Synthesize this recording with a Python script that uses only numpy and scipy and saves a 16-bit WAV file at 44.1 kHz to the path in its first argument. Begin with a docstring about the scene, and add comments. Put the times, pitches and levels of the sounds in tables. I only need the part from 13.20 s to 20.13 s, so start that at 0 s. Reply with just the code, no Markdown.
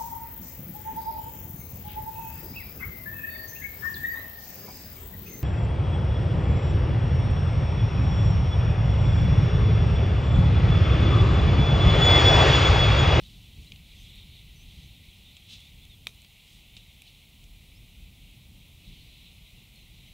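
"""Golf drive on an open links tee

A driver hits the ball with one dry crack: damped modes of the hollow head, a low shove and ground scatter.
A jacket swishes as enveloped noise, gear ticks as short impulse responses, and birds chirp as gliding sines.
Shaped noise makes the light wind, which rumbles on one microphone and hisses in the grass,
a faint distant skylark song, and the steady self noise of the microphone."""
import sys
import numpy as np
from scipy import signal
from scipy.fft import rfft, irfft, next_fast_len
from scipy.io import wavfile
from scipy.ndimage import uniform_filter1d, map_coordinates

SR = 44100
rng = np.random.default_rng(int(sys.argv[2]) if len(sys.argv) > 2 else 0)


def int16_out(signal):
    """Quantize to a 16-bit WAV file."""
    q = np.round(np.clip(np.atleast_2d(signal).T, -1, 1) * 32767)
    wavfile.write(sys.argv[1], SR, q.astype(np.int16))


N = 305613  # length in samples
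TIME = np.arange(N) / SR  # seconds


def amp(db):
    """Amplitude ratio of a level in decibels: 20 dB is a factor of ten."""
    return 10 ** (np.asarray(db) / 20)


def unit(x):
    """Scale to an rms of 1, so that a later gain sets the effective level."""
    return x / np.sqrt(np.mean(x ** 2) + 1e-20)


def curve(rows):
    """Linear interpolation of (time_s, value) rows, one value per sample."""
    return np.interp(TIME, *np.transpose(rows))


def wobble(rate_hz):
    """Slow random modulation: a smooth spline through rate_hz random knots a second."""
    knots = rng.standard_normal(int(N * rate_hz / SR) + 4)
    return map_coordinates(knots, [TIME * rate_hz])


def gains(points, size):
    """Frequency response from (frequency_hz, level_db) points, interpolated over log frequency."""
    hz, db = np.transpose(points)
    bin_hz = np.fft.rfftfreq(size, 1 / SR)
    return amp(np.interp(np.log(bin_hz + 1), np.log(hz), db))


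def noise(spectrum):
    """Coloured noise of rms 1: white noise filtered by multiplication in the frequency domain."""
    size = next_fast_len(N + 8192)
    white = rng.standard_normal(size)
    coloured = irfft(rfft(white) * gains(spectrum, size), size)
    return unit(coloured[:N])


def patchy(x, depth_db):
    """Random spectral modulation: patches of the spectrum rise and fall; the result has rms 1."""
    bins = signal.stft(x, nperseg=512)[2]
    field = rng.standard_normal(bins.shape)
    field = uniform_filter1d(field, size=6, axis=0)  # smooth over frequency
    field = uniform_filter1d(field, size=12, axis=1)  # smooth over time
    modulated = signal.istft(bins * amp(depth_db * unit(field)), nperseg=512)[1]
    return unit(modulated[:N])


def tap(spectrum, size=512):
    """Minimum-phase impulse response of a spectrum, by folding its cepstrum; the peak is 1."""
    cepstrum = irfft(np.log(gains(spectrum, size)))
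    cepstrum[1:size // 2] *= 2
    cepstrum[size // 2 + 1:] = 0
    pulse = irfft(np.exp(rfft(cepstrum)))
    return pulse / np.abs(pulse).max()


def add(track, start_s, sound):
    """Superposition: mix a sound into a track, in place, from start_s."""
    part = track[round(start_s * SR):][:len(sound)]
    part += sound[:len(part)]


def head_ring(t, release_s, peak_db=-17):
    """Modal decay: the face flexes under the squashed ball; its high modes spring up as the ball leaves."""
    # modes of the hollow club head and the ball, levels relative: frequency_hz, level_db, t60_s
    head = [(1230, -7.5, 0.014), (2420, -0.5, 0.011), (3230, -3, 0.008), (3630, -6, 0.013),
            (3820, -17.5, 0.016), (5040, -40, 0.0055), (6250, -30, .012), (6900, -29, 0.0087),
            (8670, -4.5, 0.0019), (10200, -20, .006), (11300, -15.5, 0.0057), (13500, -14, .004)]
    modes = np.array([amp(db - 60 * t / t60) * np.cos(2 * np.pi * hz * t) for hz, db, t60 in head])
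    is_low = np.array(head)[:, 0] < 4500
    low = modes[is_low].sum(axis=0)
    high = modes[~is_low].sum(axis=0)
    # the microphone's presence band softens the onset, so the low ring swells over a cycle
    presence = signal.butter(1, [2200, 4200], "bandpass", fs=SR, output="sos")
    ring = signal.sosfilt(presence, low)
    onset = 1 - np.exp(-t / 40e-6)  # time constant in seconds
    add(ring, release_s, amp(-1) * high * onset)
    return ring * amp(peak_db) / np.abs(ring).max()


def strike(strike_s=2.8699, release_s=0.0005, thud_db=-34, scatter_db=-49, scatter_t60_s=0.17):
    """Impact and reflection: the head rings, the squashed ball shoves, and the surroundings answer."""
    # returns from things near the tee, relative to the ring: delay_s, level_db
    echoes = [(.0063, -30), (.0079, -25), (0.022, -23)]
    # spectrum of the squashed ball's shove, relative: frequency_hz, level_db
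    thud = [(60, -24), (200, -11), (340, 10.5), (500, 1.5), (750, 8.5), (1000, -18), (1700, 6), (2500, 5),
            (6000, -36)]
    # spectrum sent back by the turf and nearby things, relative per hertz: frequency_hz, level_db
    scatter = [(300, -1), (1000, -4), (1600, -16), (2300, -2), (3000, -11), (3750, 4), (4700, -7),
               (6200, -4.5), (8000, -12), (11000, -11), (15000, -22)]
    t = np.arange(SR // 4) / SR
    ring = head_ring(t, release_s)
    track = np.zeros(N)
    add(track, strike_s, ring)
    for delay_s, db in echoes:
        add(track, strike_s + delay_s, amp(db) * ring)
    # the shove comes just ahead of the ring, with opposite sign
    add(track, strike_s - release_s, -amp(thud_db) * tap(thud))
    # rough ground returns a short diffuse tail
    tail = amp(scatter_db - 60 * t / scatter_t60_s)
    add(track, strike_s, tail * noise(scatter)[:len(t)])
    return track


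def jacket(grain_db=2, bounce=0.35, ground_lag_s=0.0023):
    """Sliding friction: nylon on nylon gives a grainy hiss that swells and fades with each stroke."""
    # strokes of sleeve on jacket, rise and fall as Gaussian widths, fizz relative to the body:
    # peak_s, level_db, rise_s, fall_s, fizz_db
    swishes = [(.06, -58, 0.084, 0.19, -15), (.46, -66, .05, 0.028, -2), (.84, -70.5, 0.1, 0.054, 5),
               (1.58, -61.5, 0.15, 0.07, -11), (2.322, -48, .024, 0.041, -15.5),
               (2.45, -66, 0.044, 0.045, -5), (3.33, -67, 0.07, 0.055, 1), (3.87, -57, 0.012, 0.03, -25),
               (5.78, -62, 0.15, 0.077, -27)]
    # body spectrum of the rubbed nylon, relative per hertz: frequency_hz, level_db
    nylon = [(500, -40), (1400, -25), (2000, -23), (2800, -4), (3400, 0.5), (4100, -1.5), (4800, -11.5),
             (6500, -17.5), (8500, -28), (11000, -40), (15000, -50)]
    # spectrum of its brighter fizz, relative per hertz: frequency_hz, level_db
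    fizz_spectrum = [(2000, -25), (4500, 5), (6000, 3), (8200, 1), (10000, -4), (15000, -22)]
    body, fizz = np.zeros(N), np.zeros(N)
    for peak_s, db, rise_s, fall_s, fizz_db in swishes:
        width_s = np.where(TIME < peak_s, rise_s, fall_s)
        speed = amp(db) * np.exp(-0.5 * ((TIME - peak_s) / width_s) ** 2)
        body += speed
        fizz += amp(fizz_db) * speed
    hiss = body * noise(nylon) + fizz * noise(fizz_spectrum)
    direct = hiss * unit(amp(grain_db * wobble(400)))
    # the bounce off the turf combs the hiss
    return direct + bounce * np.roll(direct, round(ground_lag_s * SR))


def ticks(rattle=0.14):
    """Impulse excitation: each contact of the gear is one tap with a brief decaying rattle after it."""
    # small ticks of gear, t60 that of the rattle: start_s, body_db, snap_db, snap_hz, t60_s
    contacts = [(0.52, -32, -43, 6200, 0.025), (.5603, -41, -45, 5800, 0.013),
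                (.9577, -61, -43.5, 9500, 0.0091), (2.1676, -39, -43.5, 7000, 0.043),
                (2.4052, -69, -42, 7000, .012), (2.6527, -44, -43, 6500, 0.0065),
                (2.9468, -49, -46, 9000, .008), (3.0193, -48, -41, 7900, 0.0074),
                (3.0472, -40, -41.5, 4640, 0.02), (3.5673, -34.5, -39.5, 5700, 0.029),
                (3.574, -45, -44, 6000, 0.043), (3.8204, -40.5, -36.5, 8900, 0.01),
                (4.241, -49, -43, 6200, 0.016), (6.558, -60, -45, 7500, .012)]
    # body spectrum of the gear, relative: frequency_hz, level_db
    body_spectrum = [(300, -2), (1500, -33), (2300, 5.5), (3800, 7), (4900, -12), (7000, -36), (14000, -63)]
    track, t = np.zeros(N), np.arange(SR // 16) / SR
    body = tap(body_spectrum)
    for start_s, body_db, snap_db, hz, t60 in contacts:
        snap = tap([(hz / 2, -16), (hz, 0), (hz * 2, -18)])
        force = rattle * amp(-60 * t / t60) * rng.standard_normal(len(t))
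        force[0] = 1  # the contact itself
        response = amp(body_db) * body + amp(snap_db) * snap
        add(track, start_s, signal.fftconvolve(force, response))
    return track


def birds(waver=0.0065, fade_s=0.003, glide_bend=1.35, note_edge_db=6):
    """Frequency modulation: thin gliding whistles swell, fade and flutter on their way through the wind."""
    # bird notes, each one glide, level before swell and flutter:
    # start_s, length_s, start_hz, end_hz, level_db
    chirps = [(0.044, 0.035, 3990, 3630, -52), (.468, 0.019, 3800, 4230, -52),
              (0.784, .035, 6000, 6350, -64), (1.093, 0.025, 4240, 4470, -63),
              (1.353, .032, 5830, 6300, -62), (1.384, .057, 5750, 6500, -62),
              (1.636, .032, 5960, 6300, -66), (2.374, 0.073, 3370, 3460, -54),
              (2.435, 0.065, 3570, 3680, -58), (2.61, .045, 3550, 3400, -56),
              (2.693, .066, 3770, 3220, -54), (4.545, .045, 4850, 5800, -64),
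              (5.799, 0.036, 4380, 4150, -60), (6.552, 0.033, 4400, 4020, -58),
              (6.587, .075, 4060, 4000, -65), (6.6, .03, 6050, 6450, -71), (6.87, 0.027, 5860, 6300, -68)]
    track = np.zeros(N)
    for start_s, length_s, start_hz, end_hz, db in chirps:
        t = np.arange(0, length_s, 1 / SR)
        progress = t / length_s
        # a bend above 1 starts the glide slowly and speeds it up
        hz = start_hz + (end_hz - start_hz) * progress ** glide_bend
        # one random drift moves both pitch and level
        drift = np.interp(progress, np.linspace(0, 1, 20), rng.standard_normal(20))
        phase = 2 * np.pi * np.cumsum(hz * (1 + waver * drift)) / SR
        gate = np.clip(np.minimum(t, length_s - t) / fade_s, 0, 1)
        swell_db = -note_edge_db * (2 * progress - 1) ** 2  # softer at both ends
        add(track, start_s, gate * amp(db + swell_db + 1.7 * drift) * np.sin(phase))
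    return track


def buffeting(puff_s=0.026, lumps_db=0.9, lumps_hz=14, deep_hz=65, deep_growth=0.78, deep_db=-1.0):
    """Turbulent pressure on the microphone: stronger wind has bigger eddies and a deeper rumble."""
    # strength of the wind at the microphone, before the puffs: time_s, level_db
    buffet = [(0.0, -50), (0.27, -51), (0.46, -51.5), (0.83, -51.5), (1.16, -50.5), (1.72, -50.5),
              (2.05, -53.5), (2.8, -52), (2.97, -55.5), (3.2, -56.5), (3.42, -53.5), (3.88, -56.5),
              (4.3, -51.5), (5.56, -51), (6.31, -54), (6.93, -51.5)]
    # single puffs that thump the microphone, level above the buffeting: peak_s, level_db
    puffs = [(.4, 6.5), (0.522, 6.5), (1.6, 3.5), (5.69, 4.5)]
    # spectrum of the buffeting, relative per hertz: frequency_hz, level_db
    rumble_spectrum = [(15, -37), (28, -5), (40, 1), (52, -2), (68, -3), (110, -7.5), (180, -11.5),
                       (250, -20), (350, -27.5), (500, -36.5), (1000, -59.5)]
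    strength_db = curve(buffet)
    for peak_s, db in puffs:
        strength_db = strength_db + db * np.exp(-0.5 * ((TIME - peak_s) / puff_s) ** 2)
    rumble = noise(rumble_spectrum)
    lowpass = signal.butter(2, deep_hz, fs=SR, output="sos")
    deep = signal.sosfiltfilt(lowpass, rumble)
    depth = amp(deep_db + deep_growth * (strength_db - strength_db.mean()))
    lumps = unit(amp(lumps_db * wobble(lumps_hz)))
    return amp(strength_db) * lumps * (rumble - deep + depth * deep)


def grass_and_skylark(grass_db=-1, flutter_db=0.5, skylark_db=-10, skylark_growth=3.8):
    """Aeroacoustic noise: wind hisses in the grass, with a faint distant skylark song around 3.5 kHz."""
    # strength of the wind in the grass, before flutter and layer gains: time_s, level_db
    breeze = [(0.0, -60.5), (0.25, -59), (0.46, -58.5), (0.85, -54.5), (1.18, -57), (1.39, -58),
              (1.58, -56), (2.01, -57), (2.31, -56), (2.87, -59.5), (3.22, -57.5), (3.73, -57.5),
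              (4.32, -59.5), (4.61, -59), (5.54, -59.5), (5.81, -56.5), (6.37, -58.5), (6.93, -57)]
    # spectrum of the hiss, relative per hertz: frequency_hz, level_db
    grass = [(1500, -100), (1800, -16.5), (2000, -4), (2400, 1.5), (2900, 2.5), (3600, 1.5), (4100, -1.5),
             (4600, -11), (5500, -14.5), (8000, -20.5), (14000, -40)]
    # spectrum of the skylark song, relative per hertz: frequency_hz, level_db
    skylark_spectrum = [(2500, -32), (3200, -5.5), (3600, -3.5), (4000, -3.5), (4500, -19), (5500, -57)]
    breeze_db = curve(breeze) + flutter_db * wobble(12)
    hiss = amp(breeze_db + grass_db) * patchy(noise(grass), depth_db=0.86)
    # the song is patchy noise whose level moves with the hiss, but further
    mean_db = breeze_db.mean()
    skylark_level_db = mean_db + skylark_growth * (breeze_db - mean_db) + skylark_db
    skylark = amp(skylark_level_db) * patchy(noise(skylark_spectrum), depth_db=3.5)
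    return hiss + skylark


def mic_hiss(level_db=-63.5):
    """Stationary noise: steady microphone self noise with a constant spectrum and level."""
    # spectrum of the self noise, relative per hertz: frequency_hz, level_db
    self_noise = [(100, -11.5), (400, 1.5), (750, 4), (1000, 0), (1300, -4), (1650, -7), (2100, -4.5),
                  (5000, -2), (9000, -1), (15500, -0.5)]
    return amp(level_db) * noise(self_noise)


def scene():
    """Superposition of all sources at one microphone, which feeds both channels."""
    background = buffeting() + grass_and_skylark() + mic_hiss()
    mono = strike() + jacket() + ticks() + birds() + background
    return np.array([mono, mono])


def record(dry, top_hz=15750):
    """Band limiting: the recorder keeps nothing above its top frequency."""
    size = next_fast_len(N + 8192)
    passed = np.fft.rfftfreq(size, 1 / SR) < top_hz
    return irfft(rfft(dry, size) * passed, size)[:, :N]


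dry = scene()
out = record(dry)
int16_out(out)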